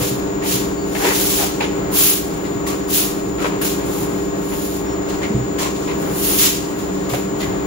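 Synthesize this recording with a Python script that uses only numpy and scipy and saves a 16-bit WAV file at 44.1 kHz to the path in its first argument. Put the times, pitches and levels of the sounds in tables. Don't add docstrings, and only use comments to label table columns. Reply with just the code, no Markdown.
import sys
import numpy as np
from scipy import signal
from scipy.fft import rfft, irfft, next_fast_len
from scipy.io import wavfile

SR = 44100
rng = np.random.default_rng(int(sys.argv[2]) if len(sys.argv) > 2 else 0)


def volts_from_db(level):
    exponent = np.asarray(level, float) / 20
    return 10 ** exponent


def output_pcm(signal):
    pcm = np.clip(np.atleast_2d(signal).T, -1, 1) * 32767
    wavfile.write(sys.argv[1], SR, np.round(pcm).astype(np.int16))


N = 337806

# start t/s, rise/s, hold/s, bristle hiss level/dB,
# dust re hiss/dB
STROKES = [(-.05, 0.059, 0.08, -32, -2.5), (0.416, 0.075, 0.067, -27.5, -3),
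           (.9, 0.089, 0.037, -33.5, -4.5), (0.987, .08, 0.024, -27.5, -5.5),
           (1.08, 0.083, 0.26, -27, -1.5), (1.33, 0.13, .005, -34, -10), (1.904, 0.088, 0.11, -23, 2),
           (2.662, 0.0086, 0.02, -34.5, -4), (2.87, 0.086, 0.046, -24, 0.5), (3.61, 0.0074, .02, -34, 1),
           (3.618, .04, .02, -29.5, -2), (5.582, .008, 0.043, -30.5, -8), (6.08, 0.2, 0.16, -29, 2),
           (6.379, .012, .03, -24.5, 0), (6.385, .055, 0.017, -20, -4), (7.085, 0.011, 0.047, -37.5, -4.5),
           (7.128, .015, .01, -40, -2),
           (0.806, .1, .02, -44.5, -5), (1.57, 0.054, .03, -43, -15), (3.367, 0.053, 0.039, -40, -7.5),
          (3.79, 0.15, 0.092, -40, -0.5), (4.05, .08, .12, -48, -5), (4.32, 0.32, .02, -39, 0.5),
          (4.67, 0.076, 0.009, -41.5, -1), (5.073, 0.023, .005, -38.5, -11), (5.19, .04, .005, -42, -13),
          (5.703, 0.056, .13, -44, -10), (5.93, 0.093, 0.13, -44.5, -2), (6.753, 0.035, 0.02, -43.5, -5.5),
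          (6.87, .05, 0.16, -49, -14), (7.367, 0.047, .005, -39.5, -5.5)]
# f/Hz, density/dB per Hz
BRISTLE_SPECTRUM = [(700, -13), (1300, -6.5), (1900, -5.5), (3000, 0), (4000, -0.5), (5000, -1.5),
                    (6000, 0), (7400, 3), (8200, -2), (9300, -18.5), (10300, -40)]
# f/Hz, density/dB per Hz
DUST_SPECTRUM = [(7000, -40), (8200, 2.5), (9300, 0), (10500, -2), (11500, -0.5), (12500, 3.5), (13500, 3),
                 (14500, 5), (15700, 0)]
# mains multiple/1, rotor multiple/1, left level/dB, right level/dB
HUM = [(0, 1, -42, -39.5), (1, 1, -38, -40), (0, 3, -35, -31.5), (2, 0, -38.5, -38.5), (1, 2, -67, -39),
       (3, -1, -63, -46), (0, 4, -78, -56), (4, -2, -40, -62), (-1, 6, -28.5, -47), (1, 3, -40, -61),
       (3, 0, -27.5, -31), (0, 5, -33.5, -36.5), (2, 2, -53, -33.5), (-1, 7, -53, -45.5),
       (1, 4, -37, -38.5), (3, 1, -65, -49), (0, 6, -49.5, -30.5), (4, 0, -29, -28), (0, 7, -41.5, -40),
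       (1, 6, -58, -43), (5, 0, -45, -42), (1, 7, -46, -38), (0, 9, -45.5, -49), (2, 6, -49.5, -45.4),
       (0, 10, -46, -55), (1, 9, -38, -40.5),
       (-1, 9, -44.5, -44), (0, 14, -56, -56), (0, 16, -57, -56), (0, 17, -40, -55)]
# mains sideband/1, left level/dB, right level/dB
WHINE = [(-1, -46.5, -44.5), (0, -34.5, -47), (1, -45, -57)]
# f/Hz, density/dB per Hz
RUSH_SPECTRUM = [(28, -72), (45, -55), (64, -55), (80, -58.5), (128, -52), (230, -55.5), (400, -55),
                 (900, -59.5), (1700, -68), (4000, -81), (6500, -91.5), (9000, -95), (14900, -93),
                 (15600, -72)]
# t/s, length/s, level/dB, low resonance f/Hz, high resonance f/Hz
SCUFFS = [(0, 0.062, -27, 470, 1180), (1.384, 0.074, -24.5, 774, 1150), (2.662, 0.11, -32.5, 1140, 2090),
          (3.381, 0.035, -29, 1330, 2200), (3.414, 0.028, -31, 1260, 2300),
          (3.442, 0.023, -21.5, 1020, 1490), (5.087, 0.03, -38, 4200, 5500), (5.215, 0.02, -33, 1900, 2770),
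          (5.229, 0.032, -30.5, 2140, 2600), (5.586, 0.11, -27.5, 1056, 2060),
          (7.133, 0.021, -25, 705, 1880)]
# t/s, length/s, level/dB, low resonance f/Hz, high resonance f/Hz
DRAGS = [(0.416, 0.054, -33, 900, 1830), (0.948, 0.026, -27.5, 820, 1880), (0.996, 0.063, -28.5, 806, 1490),
         (1.035, 0.11, -24, 940, 1860), (1.601, 0.058, -24, 860, 2300), (1.983, 0.054, -40, 655, 1100),
         (2.438, 0.044, -40, 2000, 3650), (3.611, 0.049, -32.5, 1550, 2280),
         (4.514, 0.034, -35.5, 900, 2240), (5.872, 0.06, -32, 1010, 2160), (6.425, 0.068, -36, 990, 2200),
         (7.093, 0.036, -35, 1180, 2250), (7.4, 0.054, -31.5, 2000, 3220)]
# f/Hz, density/dB per Hz
RASP_SPECTRUM = [(250, -22), (500, 6), (1300, -6.5), (2500, -7), (4500, -18), (8000, -43)]
# t/s, peak level/dB, f/Hz, t60/s
THUDS = [(0.014, -14, 125, 0.13), (0.111, -18.5, 129, 0.21), (.54, -21.5, 124.5, 0.29),
         (1.035, -16.5, 411.5, 0.31), (1.065, -12.5, 380, 0.13), (2.55, -21, 117, 0.17),
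         (5.3, -16.5, 207.4, 0.42), (5.345, -11.5, 127.7, 0.28), (5.4, -20, 121, .3),
         (7.009, -25, 184, 0.28), (7.12, -19, 125, 0.25), (.52, -24, 187, 1), (5.32, -19.5, 467, 0.21),
         (5.34, -25, 62, .5), (6.22, -30, 490, 0.16), (6.9, -24, 190.4, .4), (7.24, -23, 196.7, 0.75),
         (7.142, -13, 565, 0.048)]
# t/s, peak level/dB, f/Hz
TAPS = [
    (0.4599, -23, 3780),
    (0.9532, -20, 1890),
    (2.6668, -16.5, 2100),
    (2.8878, -20, 1200),
    (3.6137, -14, 1540),
    (5.5844, -13.5, 2150),
    (7.143, -23, 1090),
    (7.4071, -22, 2300),
]
# t/s, length/s, f/Hz, level/dB
BIRD = [
    (.755, 0.11, 4550, -44),
    (4.85, .115, 5500, -44),
]
# f/Hz, likeness/0-1, right lag/rad, left re right/dB
PORTS = [(30, 0.97, .05, 4), (60, 0.73, .1, -1.5), (200, 0.7, 0.24, 2.5), (371, 0.6, 0.64, 3.5),
         (598, 0.45, 2.34, 1.5), (1270, 0.37, 1.82, 3), (2600, 0, 5.3, 2), (4600, 0.05, 6.4, -1.5),
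         (6470, 0.15, 7.62, 1), (7660, 0.6, 8.28, 3.5), (8240, 0.83, 9.42, 2.5), (10620, 1, 12.57, -0.5),
         (13460, 0.94, 15.5, 0.5), (15600, 0.7, 18.96, 1)]

RISE_POWER = 1.31
HISS_FADE_DB_PER_S, DUST_FADE_DB_PER_S = 116.5, 157
LINGER_DB, LINGER_FADE_DB_PER_S = -28, 25
HISS_REST_DB, DUST_REST_DB = -47.5, -63.5
MAINS_HZ, ROTOR_HZ, CARRIER_HZ = 99.99, 63.93, 6999.4
SCUFF_HIGH_DB, DRAG_HIGH_DB = -10, 0
LOUD_DB, SQUEEZE, RECOVER_DB_PER_S, GRIP_S = -28.5, 0.36, 7, 0.14
CUTOFF_HZ = 15750
FRAME, GRID = 1024, 542
BAND_BINS, FIRST_BAND = 32, 10
PATCH_BINS, FIRST_PATCH = 8, 14
QUIET_TILT_DB, MARGIN_TILT_DB = 0.25, -0.08
PATCH_UNDER_DB, RAGGED_DB = 8, -1.5


def at_hz(rows, hz):
    known_hz, *columns = np.transpose(rows)
    return [np.interp(np.log(hz + 1), np.log(known_hz), c) for c in columns]


def colour(x, spectrum):
    size = next_fast_len(N)
    db, = at_hz(spectrum, np.arange(size // 2 + 1) * SR / size)
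    return irfft(rfft(x, size) * volts_from_db(db) * np.sqrt(SR / 2), size)[..., :N]


def rms_one(x):
    return x / np.sqrt(np.mean(x ** 2) + 1e-20)


def drift(rate_hz):
    r = np.exp(-80 * np.pi * rate_hz / SR)
    slow = signal.lfilter([1], [1, -2 * r, r * r], rng.standard_normal(N // 40 + 2002))[2000:]
    return np.interp(np.arange(N) / 40, np.arange(len(slow)), rms_one(slow))


def slips(per_s, spread_db, diffuse):
    sizes = volts_from_db(spread_db * np.minimum(rng.exponential(1, (2, N)), 4))
    sizes = sizes * rng.choice([-1, 1], (2, N))
    clicks = rms_one(sizes * (rng.random((2, N)) < per_s / SR))
    return rms_one(clicks + diffuse * rng.standard_normal((2, N)))


def stroke_level(fade_db_per_s, rest_db, dusty):
    t = np.arange(0, N + 32, 32) / SR
    s, rise, hold, db, dust_db = np.array(STROKES).T[..., None]
    after = np.maximum(t - s - rise - hold, 0)
    fade = volts_from_db(-fade_db_per_s * after) ** 2 + volts_from_db(LINGER_DB - LINGER_FADE_DB_PER_S * after) ** 2
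    push = np.clip((t - s) / rise, 0, 1) ** RISE_POWER
    power = (volts_from_db(db + dusty * dust_db) * push) ** 2 * fade
    return np.interp(np.arange(N) / SR, t, 10 * np.log10(power.sum(axis=0) + volts_from_db(rest_db) ** 2))


def broom():
    hiss_db = stroke_level(HISS_FADE_DB_PER_S, HISS_REST_DB, False)
    dust_db = stroke_level(DUST_FADE_DB_PER_S, DUST_REST_DB, True)
    chatter = drift(50)
    hiss = rms_one(colour(slips(7000, spread_db=3.5, diffuse=1.5), BRISTLE_SPECTRUM))
    dust = rms_one(colour(slips(9000, spread_db=2.0, diffuse=0.68), DUST_SPECTRUM))
    hiss_gain = volts_from_db(hiss_db + 5.5 + 0.81 * chatter + 0.44 * drift(19))
    dust_gain = volts_from_db(dust_db + 11.0 + 0.85 * chatter + 0.53 * drift(150))
    return hiss * hiss_gain + dust * dust_gain


def tones(rows, t, wobble):
    out = 0
    for hz, rotor, left_db, right_db in rows:
        phase = 2 * np.pi * (hz * t + rng.random()) + 0.03 * rotor * wobble
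        lag = at_hz(PORTS, hz)[1]
        out = out + volts_from_db(np.array([[left_db], [right_db]])) * np.sin([phase, phase - lag])
    return np.sqrt(2) * out


def compressor():
    t, wobble = np.arange(N) / SR, drift(1.4)
    low = [(m * MAINS_HZ + r * ROTOR_HZ, r, left, right) for m, r, left, right in HUM]
    high = [(CARRIER_HZ + m * MAINS_HZ, 0, left, right) for m, left, right in WHINE]
    hum = signal.resample_poly(tones(low, t[::10], wobble[::10]), 10, 1, axis=1)[:, :N]
    whine = tones(high, t, 0)
    return hum * volts_from_db(0.56 * drift(3.5)) + whine * volts_from_db(0.41 * drift(33))


def fan_rush():
    return colour(rng.standard_normal((2, N)), RUSH_SPECTRUM) * volts_from_db(1.17 * drift(2.4))


def resonance(x, hz, width_hz):
    r = np.exp(-np.pi * width_hz / SR)
    return rms_one(signal.lfilter([1, 0, -1], [1, -2 * r * np.cos(2 * np.pi * hz / SR), r * r], x))


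def scuffs_and_drags():
    rub = slips(1500, spread_db=4.0, diffuse=1.0)
    rasp = rms_one(colour(rub, RASP_SPECTRUM))
    out = np.zeros((2, N))
    events = [(*row, SCUFF_HIGH_DB) for row in SCUFFS] + [(*row, DRAG_HIGH_DB) for row in DRAGS]
    for s, length, db, low_hz, high_hz, high_db in events:
        part = slice(max(round(s * SR), 0), round((s + length + 0.14) * SR))
        piece = rub[:, part]
        t = np.arange(piece.shape[1]) / SR
        after = np.maximum(t - 0.81 * length, 0)
        attack = np.sin(np.pi / 2 * np.minimum(t / (0.17 * length), 1))
        fall = 0.73 * volts_from_db(-60 * after / 0.074) + 0.3 * volts_from_db(-60 * after / 0.93)
        low = resonance(piece, low_hz, 0.07 * low_hz)
        high = resonance(piece, high_hz, 0.45 * high_hz)
        rings = low + volts_from_db(high_db) * high
        out[:, part] += volts_from_db(db - 3.0) * attack * fall * (rings + 1.31 * rasp[:, part])
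    return out


def thuds():
    out, t = np.zeros(N + SR), np.arange(SR // 2) / SR
    for s, db, hz, t60 in THUDS:
        start = round(s * SR)
        swell = 1 - np.exp(-t * hz / 0.43)
        out[start:start + len(t)] += volts_from_db(db - 60 * t / t60) * swell * np.sin(2 * np.pi * hz * t)
    return out[:N]


def taps():
    out, t = np.zeros((2, N + 9000)), np.arange(9000) / SR
    fall = 1.2 * volts_from_db(-60 * t / 0.046) + 0.26 * volts_from_db(-60 * t / 0.23)
    for s, db, hz in TAPS:
        start = round(s * SR)
        sos = signal.butter(1, [hz * 0.8, min(hz * 0.99, 15000)], "band", fs=SR, output="sos")
        burst = rms_one(signal.sosfilt(sos, rng.standard_normal((2, 9000))))
        out[:, start:start + 9000] += volts_from_db(db - 12.5) * burst * fall
    return out[:, :N]


def bird():
    out = np.zeros(N)
    for s, length, hz, db in BIRD:
        start = round(s * SR)
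        t = np.arange(round(length * SR)) / SR
        warble = 3.2 * np.sin(2 * np.pi * 45 * t)
        whistle = np.sin(2 * np.pi * hz * t + warble)
        out[start:start + len(t)] += volts_from_db(db) * signal.windows.tukey(len(t), 0.5) * whistle
    return out


def ports(pair):
    size = next_fast_len(N)
    hz = np.arange(size // 2 + 1) * SR / size
    alike, _, balance_db = at_hz(PORTS, hz)
    alike = np.clip(alike, 0, 1)
    lag = np.interp(hz, np.array(PORTS)[:, 0], np.array(PORTS)[:, 2])
    left, own = rfft(pair, size)
    right = alike * left * np.exp(-1j * lag) + np.sqrt(1 - alike ** 2) * own
    return irfft([left * volts_from_db(balance_db / 2), right * volts_from_db(-balance_db / 2)], size)[:, :N]


def gain_control():
    dust_db = stroke_level(DUST_FADE_DB_PER_S, DUST_REST_DB, True)
    over_db = SQUEEZE * np.maximum(dust_db - LOUD_DB, 0)
    creep_db = RECOVER_DB_PER_S * np.arange(N) / SR
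    held_db = np.maximum.accumulate(over_db + creep_db) - creep_db
    r = np.exp(-1 / (GRIP_S * SR))
    return volts_from_db(-signal.lfilter([1 - r], [1, -r], held_db))


def scene():
    gain = gain_control()
    floor = broom() + scuffs_and_drags() + thuds() + taps()
    return ports(floor + bird() + gain * fan_rush()) + gain * compressor()


def thin_treble(x, margin_db, quiet_db, jitter_db):
    halves = np.pad([x[0] + x[1], x[0] - x[1]], ((0, 0), (FRAME - GRID, 0))) / 2
    hz, s, bins = signal.stft(halves, SR, "cosine", 2 * FRAME, FRAME)
    bands = bins[:, :FRAME].reshape(2, -1, BAND_BINS, len(s))
    db = 10 * np.log10(np.sum(np.abs(bands) ** 2, axis=2) + 1e-16)
    height = np.arange(len(db[0]))[:, None] - FIRST_BAND
    partner_limit = db[::-1] - margin_db - MARGIN_TILT_DB * height
    limit = np.maximum(partner_limit, quiet_db + QUIET_TILT_DB * height)
    limit = limit + jitter_db * rng.standard_normal(db.shape)
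    from_tap_s = np.abs(s - (FRAME - GRID) / SR - np.array(TAPS)[:, :1]).min(axis=0)
    steady = from_tap_s > FRAME / SR / 2
    empty = (db < limit) & steady & (height >= 0)
    bins[:, :FRAME] *= np.repeat(~empty, BAND_BINS, axis=1)

    patches = bins[:, :FRAME].reshape(2, -1, PATCH_BINS, len(s))
    patch_db = 10 * np.log10(np.mean(np.abs(patches) ** 2, axis=2) * BAND_BINS + 1e-16)
    middle_db = 10 * np.log10(np.median(np.abs(bands) ** 2, axis=2) * BAND_BINS + 1e-16) - PATCH_UNDER_DB
    patch_limit = np.where(height > 0, np.maximum(middle_db, limit + RAGGED_DB), middle_db)
    weak = patch_db < np.repeat(patch_limit, BAND_BINS // PATCH_BINS, axis=1)
    weak[:, :FIRST_PATCH] = False
    bins[:, :FRAME] *= np.repeat(~(weak & steady), PATCH_BINS, axis=1)

    kept = bins * (hz < CUTOFF_HZ)[:, None]
    total, apart = signal.istft(kept, SR, "cosine", 2 * FRAME, FRAME)[1][:, FRAME - GRID:][:, :N]
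    return np.array([total + apart, total - apart])


def low_pass(x):
    return signal.sosfilt(signal.butter(12, 17090, fs=SR, output="sos"), x)


def record(dry):
    rounded = 1.26 * np.tanh(dry / 1.352)
    thinned = thin_treble(rounded, margin_db=6.0, quiet_db=-69.5, jitter_db=1.5)
    return low_pass(thinned)


dry = scene()
out = record(dry)
output_pcm(out)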